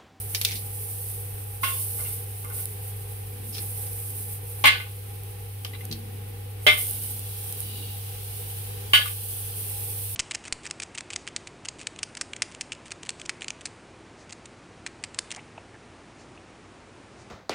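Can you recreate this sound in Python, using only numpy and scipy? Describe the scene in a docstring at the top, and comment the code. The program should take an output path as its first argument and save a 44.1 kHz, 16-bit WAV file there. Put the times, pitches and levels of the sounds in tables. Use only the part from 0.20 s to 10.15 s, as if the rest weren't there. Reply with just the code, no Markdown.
"""Half clams are handled and set down one at a time on a hot wok in a small kitchen, near a phone with two microphones.
Shells tick and grate over juice that already sizzles; a mains hum and a fan run underneath throughout.
Shells land near 1.4, 4.4, 6.5 and 8.7 s: each clacks, rocks onto its rim and rings modes of wok and shell,
while its juice spills, fizzes as random bursts, spits and slowly dries.
More ticks follow at 3.4 and 5.5 s, a dull knock at 5.7 s, and steam whistles faintly under a shell from 7.4 s."""
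import sys
import numpy as np
from scipy import signal
from scipy.fft import rfft, irfft
from scipy.io import wavfile
from scipy.ndimage import uniform_filter1d

SR = 44100
rng = np.random.default_rng(int(sys.argv[2]) if len(sys.argv) > 2 else 0)


def persist_wave(psi):
    """Save psi, clipped to +-1, as 16-bit WAV."""
    counts = np.round(np.clip(psi, -1, 1) * 32767).astype(np.int16)
    wavfile.write(sys.argv[1], SR, np.atleast_2d(counts).T)


N = 438794
TIME = np.arange(N) / SR
EDGE_HZ = 15750  # upper band limit
LN_60_DB = np.log(1000)

# contacts of shell and pan: [t/s, level/dB, favoured ring f/Hz, its boost/dB, ring t60/s, extra hardness/(dB/octave)]
CLACKS = [(1.4325, -22.5, 1076, 24, 0.3, 2.5), (1.4352, -28.5, 2121, 10, 0.15, -1),
          (1.481, -37, 2900, 10, 0.14, 2), (1.518, -42, 1076, 32, .12, -2),
          (1.787, -42.5, 2130, 9, 0.25, -3), (1.8, -48, 567, 23, .15, -4), (1.85, -45, 1500, -14, 0.38, 7),
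          (2.242, -40.5, 1140, 27, 0.14, -7), (2.246, -49, 2110, 20, 0.31, -3),
          (2.301, -43.5, 1290, 18, 0.22, -4), (2.385, -45.5, 3900, 14, 0.13, -1),
          (4.4401, -13.5, 840, 23, 0.14, -.5), (4.442, -18.5, 1085, 23, 0.12, -1),
          (4.446, -15.5, 2120, 2, 0.16, -1.5), (4.455, -9.5, 2100, 16, 0.13, -0.5),
          (4.4623, -18, 1700, 28, 0.29, 0), (4.470, -12, 2145, 10, 0.18, -1.5),
          (4.481, -20, 4400, 14, 0.25, -1.5), (4.527, -28, 2500, 13, 0.11, 4),
          (4.553, -32, 1465, 16, 0.24, 1), (4.599, -33.5, 2080, 14, 0.11, 3), (4.616, -42, 2500, 12, .3, 3),
          (4.664, -49, 845, 9, .1, 1), (5.448, -38, 1230, 7, 0.053, 2), (5.534, -41, 2020, 29, 0.082, 2),
          (5.536, -45, 4030, 28, .08, 11), (5.547, -41.5, 3850, 24, 0.091, 3),
          (5.608, -42.5, 2100, 18, .07, 5), (6.4654, -14.5, 598, 19.5, 0.22, 1),
          (6.466, -15.5, 3120, 9, 0.17, 0.5), (6.467, -17, 2170, 28, .24, 0),
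          (6.473, -12.5, 2130, 28, 0.25, 0), (6.481, -23, 3120, 4, 0.33, 2), (6.533, -33, 1180, 18, .1, -5),
          (8.7336, -10.5, 2980, 21, 0.19, 1.3), (8.7344, -17, 1140, 13, 0.046, -3),
          (8.741, -17.5, 1690, 12, 0.25, 2), (8.745, -18, 2115, 13, 0.11, 4),
          (8.752, -16, 3250, 11, 0.27, 2.5), (8.768, -35, 4500, 14, 0.15, -3),
          (8.775, -35, 6100, 27, 0.08, 6), (8.793, -35, 560, 16, 0.083, -5),
          (8.812, -31, 1720, 22, 0.12, 0), (8.856, -33, 1160, 24, 0.083, 4), (8.876, -39, 2500, 11, .14, 1),
          (8.893, -46, 1150, 16, 0.11, -1)]
# spectrum of a dry shell contact before hardness: [f/Hz, relative density/dB]
CONTACT_SPECTRUM = [(300, -79), (1400, -20.5), (2400, -4.5), (3600, 1.5), (5800, 2.5), (7500, -4),
                    (11500, 4), (16000, 0)]


def amp(db):
    """Amplitude factor of a level in dB."""
    return 10 ** (np.asarray(db) / 20)


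def unit(x):
    """Scales to rms 1."""
    return x / np.sqrt(np.mean(x ** 2) + 1e-20)


def read(points, hz):
    """Reads a table on a log-frequency axis."""
    f, value = np.transpose(points)
    return np.interp(np.log(hz + 1), np.log(f + 1), value)


def add(mix, s, sound):
    """Mixes a stereo sound in at time s."""
    part = mix[:, round(s * SR):][:, :sound.shape[1]]
    part += sound[:, :part.shape[1]]


def colour(x, db_at):
    """Filters by a function from Hz to dB."""
    gain = amp(db_at(np.fft.rfftfreq(x.shape[-1], 1 / SR)))
    return irfft(rfft(x) * gain, x.shape[-1])


def peak(hz, centre, width):
    """Power response of a resonance, 1 at its centre."""
    return 1 / (1 + ((hz - centre) / width) ** 2)


def drift(rate_hz, count=24):
    """Slow chance of rms 1: random-phase sines no faster than the rate, equal power per hertz-octave ratio 1/f."""
    t = TIME[::128]
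    rates_hz = np.geomspace(rate_hz / 10, rate_hz, count)
    waves = sum(np.sin(2 * np.pi * (f * t + rng.random())) / np.sqrt(f) for f in rates_hz)
    return np.interp(TIME, t, unit(waves))


def one_pole(x, r):
    """Smooths by a one-pole lowpass of unit gain at 0 Hz."""
    return signal.lfilter([1 - r], [1, -r], x)


def dying_noise(t, t60s):
    """Stereo noise whose bands each die at their own speed."""
    hz, at, z = signal.stft(rng.standard_normal((2, len(t))), SR, nperseg=256)
    decay = amp(-60 * at / read(t60s, hz)[:, None])
    return signal.istft(z * decay, SR, nperseg=256)[1][:, :len(t)]


def ports(x, delay_samples=14):
    """Direct sound reaches the right microphone slightly after the left."""
    return np.array([x, np.pad(x, (delay_samples, 0))[:len(x)]])


def tilt(hz, slope_db_per_octave):
    """A harder contact is brighter: spectral slope about 2600 Hz."""
    return slope_db_per_octave * np.log2(np.clip(hz, 700, 12000) / 2600)


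def touch(s, db, window_s=.04, rock_s=0.014):
    """Hardness (dB/octave) and thud (dB) from force and time since the first contact in the window."""
    landed_s = min(row[0] for row in CLACKS if row[0] > s - window_s)
    on_rim = 1 - np.exp(-((s - landed_s) / rock_s) ** 2)
    # softer is duller; on its rim the shell is brighter, with less thud
    return 1 + 0.2433 * db + 2.5 * on_rim, -1 - 7.5 * on_rim


def attack_unit(x):
    """Scales to rms 1 over the first 20 ms."""
    return x / np.sqrt(np.mean(x[:, :SR // 50] ** 2))


def clacks(modes_db=-6.0, clatter_db=-4.0, crack_db=-6.0, shell_db=2.5, free_t60_s=0.21,
           favour_share=0.057, cluster_share=0.0038, swell_s=0.00044, crack_s=0.00052):
    """Each contact cracks, excites decaying modes of wok and shell and leaves a dense clatter in the room."""
    # wok modes: [f/Hz, left level/dB, right level/dB, lead of left/rad], levels relative
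    wok_modes = [(260, -28, -22, -1), (539, -21, -28, 1.5), (605.5, -29, -21, 0.8), (845, -19.5, -27, -3),
                 (1193, -23, -9, 1.6), (1466, -14, -11, -2.5), (1689, -14, -13, -2.5),
                 (1902, -20, -13, 1.9), (2023, -13, -15, .1), (2094, -6, -7, -1.1), (2315, -11, -9, .3),
                 (2386, -12, -12, -2.8), (2500, -11, -17, -2.2), (2548, -11, -16, -1),
                 (2686, -11, -13, -.4), (2840, -13, -14, .1), (3004, -8, -8, 1), (3090, -9, -19, 2.5),
                 (3220, -8, -10.5, 0.5), (3260, -12, -18, 2.5), (3580, -10, -13, 4), (3935, -20, -11, 0),
                 (3990, -18, -13.5, -1.2), (4630, -24, -25, 4), (4920, -27, -17, -3.5),
                 (5550, -21, -23, 8.5), (5800, -23, -30, 1), (6700, -35, -23, 3), (6850, -30, -42, 10),
                 (8210, -15, -13.5, -4.5)]
    # added modes of each shell in order of landing, same columns, before shell_db
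    shell_modes = [
        [(1078, -28, -8.5, -2.5), (1426, -4, -8, 2.5), (1500, -10, -4, -3.5), (2135, -6, -5.5, -1),
         (2240, -19, -16, 3), (2765, -0.5, -3, -0.5), (3539, -12, -1.5, 3), (4450, -16, -18, -2.3),
         (4540, -19, -17, -2), (4800, -28, -14, -3), (5450, -23, -16, -1), (5956, -16, -18, 0)],
        [(787, -27, -24, -0.5), (922, -26, -20, 3), (1080, -21, -16, 1.8), (1118, -19, -17, 1),
         (1510, -14, -16, 0.5), (2200, -12, -9, 2), (2400, -17, -11, -3.5), (2770, -8, -5, 1.5),
         (3410, -13, -9, 2), (3580, -24, -10, 0), (4140, -16, -13, 0.1), (4470, -21, -15, -3),
         (4900, -17, -28, -3), (5400, -28, -22, 6), (5970, -26, -28, -2.4), (6840, -32, -21, 3)],
        [(419, -20, -18, 1), (754, -17, -18, -2.5), (1095, -22, -16, 2.5), (1190, -19, -19, 2.5),
         (1483, -14.5, -13, -2.2), (1760, -14, -15, 1.5), (2260, -9, -15, -2.5), (3110, -10, -4.5, 2.3),
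         (3390, -4, -10, 2), (3460, -14, -13, 1.5), (3649, -21, -6, 1), (4590, -16, -18, 2),
         (4858, -24, -24, -2.6), (4984, -27, -24, 1), (5335, -23, -20, .3), (5510, -24, -24, -2),
         (5780, -22, -28, 2), (6000, -30, -28, 3), (6730, -31, -38, 8)],
        [(1097, -22, -15, 2.5), (1135, -24, -18.5, -2), (1460, -6, -11, -4), (1620, -13, -17, 3.5),
         (1694, -17, -16, -1.5), (2126, -11, -13, 1), (2790, -9, -9, -1), (2925, -17, -12, 0),
         (3120, -17, -14, 0.5), (3660, -16, -8, -2.5), (4480, -15, -17, 1.5), (4580, -15, -17, 1),
         (5332, -25, -33, -1.8), (5500, -26, -31, -2.8), (6136, -32, -29, -1)],
    ]
    # times from which the next shell's modes apply: [t/s]
    next_shell_s = [4, 6, 8]
    # dense ring between the modes: [f/Hz, level on the scale of the modes/dB]
    clatter_spectrum = [(120, -29), (300, -32.5), (700, -28), (1100, -23), (1700, -18), (2900, -11.5),
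                        (3700, -16), (4700, -27), (6000, -40), (7300, -31), (10000, -20), (16000, -24)]
    # its decay before the contact's damping: [f/Hz, t60/s]
    clatter_t60 = [(250, 0.3), (1500, 0.21), (3000, 0.26), (6000, 0.27), (12000, 0.099)]

    out, t = np.zeros((2, N)), np.arange(16384) / SR
    bins_hz = np.fft.rfftfreq(len(t), 1 / SR)
    tables = [np.array(wok_modes + shell) for shell in shell_modes]
    start_phases = 2 * np.pi * rng.random(max(map(len, tables)))
    for s, db, ring_hz, boost_db, t60_s, extra_db in CLACKS:
        mode_hz, left_db, right_db, lead = tables[np.searchsorted(next_shell_s, s)].T
        of_shell = np.arange(len(lead)) >= len(wok_modes)
        mode_db = np.array([left_db, right_db]) + shell_db * of_shell
        hard_db, thud_db = touch(s, db)

        def contact(hz):
            """Place and force of the contact decide which modes speak."""
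            thud = thud_db / (1 + (hz / 950) ** 4)
            favour = boost_db / 2 * peak(hz, ring_hz, favour_share * ring_hz)
            return tilt(hz, hard_db + extra_db) + thud + favour

        # the mode nearest the favoured ring stands out of its cluster
        favoured_db = boost_db * .8 * peak(mode_hz, ring_hz, .028 * ring_hz)
        # a rocking shell pushes roughly in step with the ring already there
        phase = start_phases[:len(lead)] + 2 * np.pi * mode_hz * s + .4 * rng.standard_normal(len(lead))
        level = amp(mode_db + contact(mode_hz) + favoured_db)
        heard = level * np.exp(1j * np.array([phase, phase - lead]))
        loss_per_s = LN_60_DB / t60_s * (1 + (mode_hz / 8000) ** 4)  # highest modes die first
        step = np.exp((2j * np.pi * mode_hz - loss_per_s) / SR)
        modes = (heard @ np.vander(step, len(t), increasing=True)).real

        # weaker modes cluster round each main one, with dark valleys between
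        shapes = peak(bins_hz, mode_hz[:, None], cluster_share * mode_hz[:, None] + 20)
        clusters = amp(mode_db) ** 2 @ shapes ** 2
        body_db = 10 * np.log10(clusters + amp(read(clatter_spectrum, bins_hz)) ** 2)
        # the contact's t60 shortens or lengthens the clatter too
        held = np.exp(-LN_60_DB * t * (1 / t60_s - 1 / free_t60_s))
        noise = dying_noise(t, clatter_t60) * held
        clatter = colour(noise, lambda hz: body_db + contact(hz)) * (t < .3)

        snap = colour(rng.standard_normal(len(t)), lambda hz: read(CONTACT_SPECTRUM, hz) + contact(hz))
        crack = unit(snap) * np.exp(-t / crack_s)
        ring = amp(modes_db) * attack_unit(modes) + amp(clatter_db) * attack_unit(clatter)
        ring *= 1 - np.exp(-t / swell_s)
        add(out, s, amp(db) * (ring + amp(crack_db) * ports(crack)))
    return out


def ticks(snap_db=4, snap_s=0.00016, edge_db=8, edge_width_hz=400):
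    """A shell held in the fingers snaps, rings at its edge and is damped at once."""
    # [t/s, level/dB, hardness/(dB/octave), t60/s, edge ring f/Hz]
    tick_rows = [(0.148, -18, -5.5, 0.061, 5030), (0.214, -19.5, -4.5, 0.043, 11500),
                 (0.2492, -11, -3, 0.032, 3620), (0.255, -25, -3, 0.062, 2460),
                 (0.317, -30, -5.5, 0.14, 2130), (0.355, -32, -1.5, 0.16, 4400),
                 (3.355, -39, -11, 0.1, 5240), (3.382, -33.5, -9, 0.065, 4130),
                 (3.668, -42.5, -3, .05, 5400), (5.448, -25.5, -4, 0.032, 3120),
                 (5.464, -39, -10, .04, 3300), (5.713, -32, -5, 0.07, 4360),
                 (5.726, -27.5, -4, 0.042, 4300)]
    out, t = np.zeros((2, N)), np.arange(SR // 6) / SR
    for s, db, hard_db, t60_s, edge_hz in tick_rows:
        def shape(hz):
            edge = edge_db * peak(hz, edge_hz, edge_width_hz)
            return read(CONTACT_SPECTRUM, hz) + tilt(hz, hard_db) + edge

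        noise = unit(colour(rng.standard_normal((3, len(t))), shape))
        ring = noise[:2] * np.exp(-LN_60_DB * t / t60_s)
        snap = ports(noise[2] * np.exp(-t / snap_s))
        add(out, s, amp(db) * (ring + amp(snap_db) * snap))
    return out


def scrapes(slips_per_s=700, hard_db=-4, width_hz=120, grit_s=.0006):
    """Ridges slip over each other; the shell's ring sinks as the point of contact slides."""
    # [t/s, length/s, level/dB, start resonance f/Hz, end resonance f/Hz, resonance level re rasp/dB]
    scrape_rows = [(0.263, .076, -37, 2420, 2030, -10), (3.324, 0.073, -44, 5200, 5130, -3)]
    out, t = np.zeros((2, N)), np.arange(SR // 6) / SR
    r = np.exp(-np.pi * width_hz / SR)
    for s, length_s, db, from_hz, to_hz, ring_db in scrape_rows:
        along = np.clip(t / length_s, 0, 1)
        slips = (rng.random(len(t)) < slips_per_s / SR) * rng.uniform(.5, 1, len(t))
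        slips = slips * np.sin(np.pi * along).clip(0) ** .25
        pulses = signal.lfilter([1], [1, -np.exp(-1 / (grit_s * SR))], slips)
        grit = pulses * rng.standard_normal((2, len(t)))
        # gliding resonance: shift down to 0 Hz, smooth, shift back
        turn = np.exp(2j * np.pi * np.cumsum(from_hz + (to_hz - from_hz) * along) / SR)
        ring = (turn * one_pole(grit / turn, r)).real
        rasp = colour(grit, lambda hz: read(CONTACT_SPECTRUM, hz) + tilt(hz, hard_db))
        level = amp(db) * np.sqrt(length_s / t[-1])  # unit() averages over the whole buffer
        add(out, s, level * (unit(rasp) + amp(ring_db) * unit(ring)))
    return out


def kitchen(x, t60_s=.35):
    """A short diffuse echo from the walls, dying faster in the treble."""
    t = np.arange(SR // 2) / SR
    tail = dying_noise(t, [(1000, t60_s), (12000, t60_s / 2)]) * (t > .004)
    return signal.fftconvolve(x, tail / np.linalg.norm(tail[0]), axes=1)[:, :N]


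def bubbles(per_s, spread_db, wash):
    """Tiny random bursts over the wash of their reflections."""
    sizes = amp(spread_db * np.minimum(rng.exponential(1, N), 5)) * (rng.random(N) < per_s / SR)
    bursts = unit(sizes * rng.standard_normal((2, N)))
    return unit(bursts + wash * rng.standard_normal((2, N)))


def wetness(puddle_rise_s=0.015, fizz_dry_db_per_s=3.5, simmer_dry_db_per_s=0.85,
            spill_rise_s=0.024, spill_fade_s=0.066):
    """Gains of fizz and simmer: puddles dry slowly; a spill flares up, holds while it runs and boils off."""
    # wet patch left by each shell: [t/s, relative fizz/dB, relative simmer/dB]
    puddles = [(0, -38.5, -53.5), (1.432, -43.5, -54), (4.4405, -47, -53), (6.4655, -39, -42),
               (8.7341, -36.5, -45.5)]
    # juice running onto hot metal: [t/s, relative fizz/dB, length of run/s]
    spills = [(.08, -42.5, 0.36), (.52, -38.5, 0.45), (1.405, -31.5, 0.24), (1.67, -34, 0.26),
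              (2.16, -45, 0.046), (2.32, -33.5, 0.088), (2.57, -45, 0.12), (2.86, -48, 0.066),
              (3.23, -41, .07), (3.32, -38.5, .81), (3.54, -38, .04), (4.22, -42.5, 0.24), (6.41, -41, .06),
              (6.48, -36, 0.43), (6.57, -26.5, 0.048), (7.13, -41, 0.3), (8.05, -43, 0.4),
              (8.73, -38.5, 0.14), (9.06, -37, 0.12), (9.35, -37.5, .6)]
    t = TIME[::64]

    def since(s):
        return np.maximum(t - s, 0)

    def puddle(s, db, dry_db_per_s):
        rise = 1 - np.exp(-since(s) / puddle_rise_s) if s > 0 else 1
        return amp(db - dry_db_per_s * since(s)) * rise

    fizz_power = sum(puddle(s, db, fizz_dry_db_per_s) ** 2 for s, db, _ in puddles)
    simmer_power = sum(puddle(s, db, simmer_dry_db_per_s) ** 2 for s, _, db in puddles)
    for s, db, length_s in spills:
        rise = 1 - np.exp(-since(s) / spill_rise_s)
        fade = np.exp(-since(s + length_s) / spill_fade_s)
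        fizz_power += (amp(db) * rise * fade) ** 2
    return np.interp(TIME, t, np.sqrt(fizz_power)), np.interp(TIME, t, np.sqrt(simmer_power))


def off_the_wall(x, delay_s=0.0013, roam_s=0.00034, ripple_db=2.6):
    """The bubbling spot roams, so its echo from the wok's wall combs the hiss ever differently."""
    hz, at, z = signal.stft(x, SR, nperseg=512)
    roam = np.array([np.interp(at, TIME, drift(0.65)) for side in x])
    delay = delay_s + roam_s * roam
    comb_db = ripple_db * np.cos(2 * np.pi * hz[:, None] * delay[:, None])
    return signal.istft(z * amp(comb_db), SR, nperseg=512)[1][:, :N]


def sizzle(fizz_db=2, boil_db=2, flutter_db=0.92, crackle_db=-16, spit_s=.0011):
    """Juice flashes to steam on the metal, spits now and then, and simmers under the shells."""
    # bursting drops: [t/s, level before colouring/dB]
    spits = [(2.248, -26), (2.301, -27), (2.456, -17), (5.035, -30), (5.6532, -22.5), (6.610, -24),
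             (6.6696, -18), (6.7104, -14.5), (6.8355, -21), (6.9941, -25), (7.3253, -18), (7.4045, -18)]
    # fizz spectrum: [f/Hz, relative density/dB]
    fizz_spectrum = [(2000, -26.5), (5000, -16.5), (7300, -17.5), (8100, -5.5), (8500, -3.5), (9550, 1.2),
                     (11800, -0.8), (13500, -0.5), (14100, -3), (15450, 0), (16000, -30)]
    # fizz balance: [f/Hz, left minus right/dB]
    fizz_balance = [(6000, -3.5), (8500, -2), (9700, -7), (10400, -1), (11700, -11), (13500, 7.5),
                    (15000, -2)]
    # simmer spectrum: [f/Hz, relative density/dB]
    boil_spectrum = [(900, -9.5), (1900, -13.5), (2900, 0), (4500, -4), (7000, -9.5), (10000, -0.5)]

    crackle = bubbles(per_s=350, spread_db=0.0, wash=.3)  # sparser pops through the hiss
    hiss = bubbles(per_s=2900, spread_db=-2.5, wash=2.3)
    steam, simmer = wetness()
    fizz = (hiss + amp(crackle_db) * crackle) * amp(flutter_db * drift(55))
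    fizz *= amp(fizz_db) * steam
    t = np.arange(SR // 50) / SR
    for s, db in spits:
        add(fizz, s, amp(db) * rng.standard_normal((2, len(t))) * np.exp(-t / spit_s))

    def shape(hz):
        return read(fizz_spectrum, hz) + np.array([[.5], [-.5]]) * read(fizz_balance, hz)

    # gain of the colouring on white noise, within the band limit
    heard_db = 10 * np.log10(np.mean(amp(shape(np.arange(EDGE_HZ))) ** 2) * 2 * EDGE_HZ / SR)
    fizz = colour(fizz, lambda hz: shape(hz) - heard_db)
    boil = unit(colour(bubbles(per_s=1300, spread_db=-1.0, wash=2.1), lambda hz: read(boil_spectrum, hz)))
    return off_the_wall(fizz + amp(boil_db) * simmer * boil)


def squeal(start_s=7.41, length_s=0.39, level_db=-46.5, waver_share=0.0042, waver_hz=10, sag_per_s=.1):
    """Steam whistles faintly through the gap under a shell; the pitches waver and sink as the gap changes."""
    # whistles: [f/Hz, width/Hz, relative level/dB]
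    whistles = [(2940, 120, -0.5), (3500, 350, -8), (3950, 300, -2), (4670, 410, -5)]
    swell = np.sin(np.pi * np.clip((TIME - start_s) / length_s, 0, 1)).clip(0) ** .5
    sag = sag_per_s * np.clip(TIME - start_s, 0, length_s)
    out = 0
    for hz, width_hz, db in whistles:
        noise = rng.standard_normal((2, N))
        fuzz = unit(colour(noise, lambda f: 20 * np.log10(peak(f, 0, width_hz / 2))))
        pitch_hz = hz * (1 + waver_share * drift(waver_hz) - sag)
        out = out + amp(db) * fuzz * np.sin(2 * np.pi * np.cumsum(pitch_hz) / SR)
    return amp(level_db) * swell * unit(out)


def knock(start_s=5.698, rise_s=0.0058):
    """A dull knock of something wooden rings a few low modes."""
    # [f/Hz, level/dB, t60/s]
    knock_modes = [(148, -29.5, 0.22), (225.6, -36.5, 0.66), (331, -38.5, 0.39)]
    out, t = np.zeros((2, N)), np.arange(SR // 2) / SR
    ring = sum(amp(db - 60 * t / t60_s) * np.sin(2 * np.pi * hz * t) for hz, db, t60_s in knock_modes)
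    add(out, start_s, ports(ring * (1 - np.exp(-t / rise_s))))
    return out


def bumps(centre_hz=210, steep_db=14):
    """Soft low rumbles come and go: noise round one low pitch under bell-shaped swells."""
    # [middle t/s, half length/s, level/dB]
    bump_rows = [(0.354, 0.058, -48.5), (3.308, 0.18, -49.5), (4.003, 0.2, -57), (5.846, 0.37, -50.5),
                 (6.85, 0.29, -54.5), (7.554, 0.22, -51.5)]
    swell = sum(amp(db) * np.exp(-((TIME - s) / half_s) ** 2) for s, half_s, db in bump_rows)
    rumble = colour(rng.standard_normal(N), lambda hz: -steep_db * np.log2((hz + 1) / centre_hz) ** 2)
    return ports(swell * unit(rumble))


def fan(fan_db=-45.0, mono_hz=290, swell_db=0.75):
    """Air noise through the resonances of the housing; only the bass is alike at both microphones."""
    # air spectrum: [f/Hz, relative density/dB]
    air_spectrum = [(20, -13), (55, 3.5), (80, -2), (130, -1.5), (220, -12.5), (320, -12), (620, -23),
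                    (950, -17.5), (1400, -20), (2500, -16.5), (6500, -33), (16000, -58)]
    # housing resonances: [f/Hz, width/Hz, relative level/dB]
    housing_modes = [(416, 66, -2), (481, 46, 2), (769, 84, -7), (816, 29, -2)]

    def shape(hz):
        housing = sum(amp(db) ** 2 * peak(hz, f, width_hz / 2) ** 2 for f, width_hz, db in housing_modes)
        return 10 * np.log10(amp(read(air_spectrum, hz)) ** 2 + housing)

    hz, z = np.fft.rfftfreq(N, 1 / SR), rfft(rng.standard_normal((3, N)))
    same = 1 / (1 + (hz / mono_hz) ** 4)  # power share common to both sides
    air = irfft(np.sqrt(same) * z[2] + np.sqrt(1 - same) * z[:2], N)
    return amp(fan_db + swell_db * drift(8)) * unit(colour(air, shape))


def hum(hz=100, hum_db=-33.5, waver_db=0.53, wander_cycles=.012):
    """A sine at twice the mains frequency, wavering slightly."""
    tone = np.sin(2 * np.pi * (hz * TIME + wander_cycles * drift(3)))
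    return amp(hum_db + waver_db * drift(10)) * tone * amp([[.25], [-.25]])


def draught(draught_db=-59, top_hz=45):
    """Slow air at each microphone port rumbles on its own."""
    noise = rng.standard_normal((2, N))
    return amp(draught_db) * unit(colour(noise, lambda hz: -10 * np.log10(1 + (hz / top_hz) ** 6)))


def scene(tick_room_db=-10):
    """Sums handling with its room echo, clacks, sizzle and background."""
    handled = ticks() + scrapes()
    shells = clacks() + handled + amp(tick_room_db) * kitchen(handled)
    return shells + sizzle() + squeal() + knock() + bumps() + fan() + hum() + draught()


def level_db(x, samples):
    """Running power of both sides together, in dB."""
    return 10 * np.log10(abs(uniform_filter1d((x ** 2).mean(0), size=samples)) + 1e-12)


def held_peak(x, fall_per_s):
    """Holds peaks, falling at a steady rate."""
    fall = TIME * fall_per_s
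    return np.maximum.accumulate(x + fall) - fall


def ride(x, from_db=-29, share=0.076, recover_db_per_s=0.6, settle_s=0.068):
    """Slow gain control: everything dips a little after a loud clack and creeps back."""
    duck_db = held_peak(share * np.maximum(level_db(x, 440) - from_db, 0), recover_db_per_s)
    return x / amp(one_pole(duck_db, np.exp(-1 / (settle_s * SR))))


def record(dry, limit_db=-9.3, recover_db_per_s=300, ceiling=1):
    """Quick limiter, slow gain control, soft rounding of peaks, then the band limit."""
    over_db = np.maximum(held_peak(level_db(dry, 220), recover_db_per_s) - limit_db, 0)
    limited = ride(dry / amp(uniform_filter1d(over_db, size=60)))
    rounded = limited / (1 + (limited / ceiling) ** 4) ** (1 / 4)
    lowpass = signal.firwin(511, EDGE_HZ, window=("kaiser", 9), fs=SR)
    return signal.oaconvolve(rounded, lowpass[None], "same")


dry = scene()
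out = record(dry)
persist_wave(out)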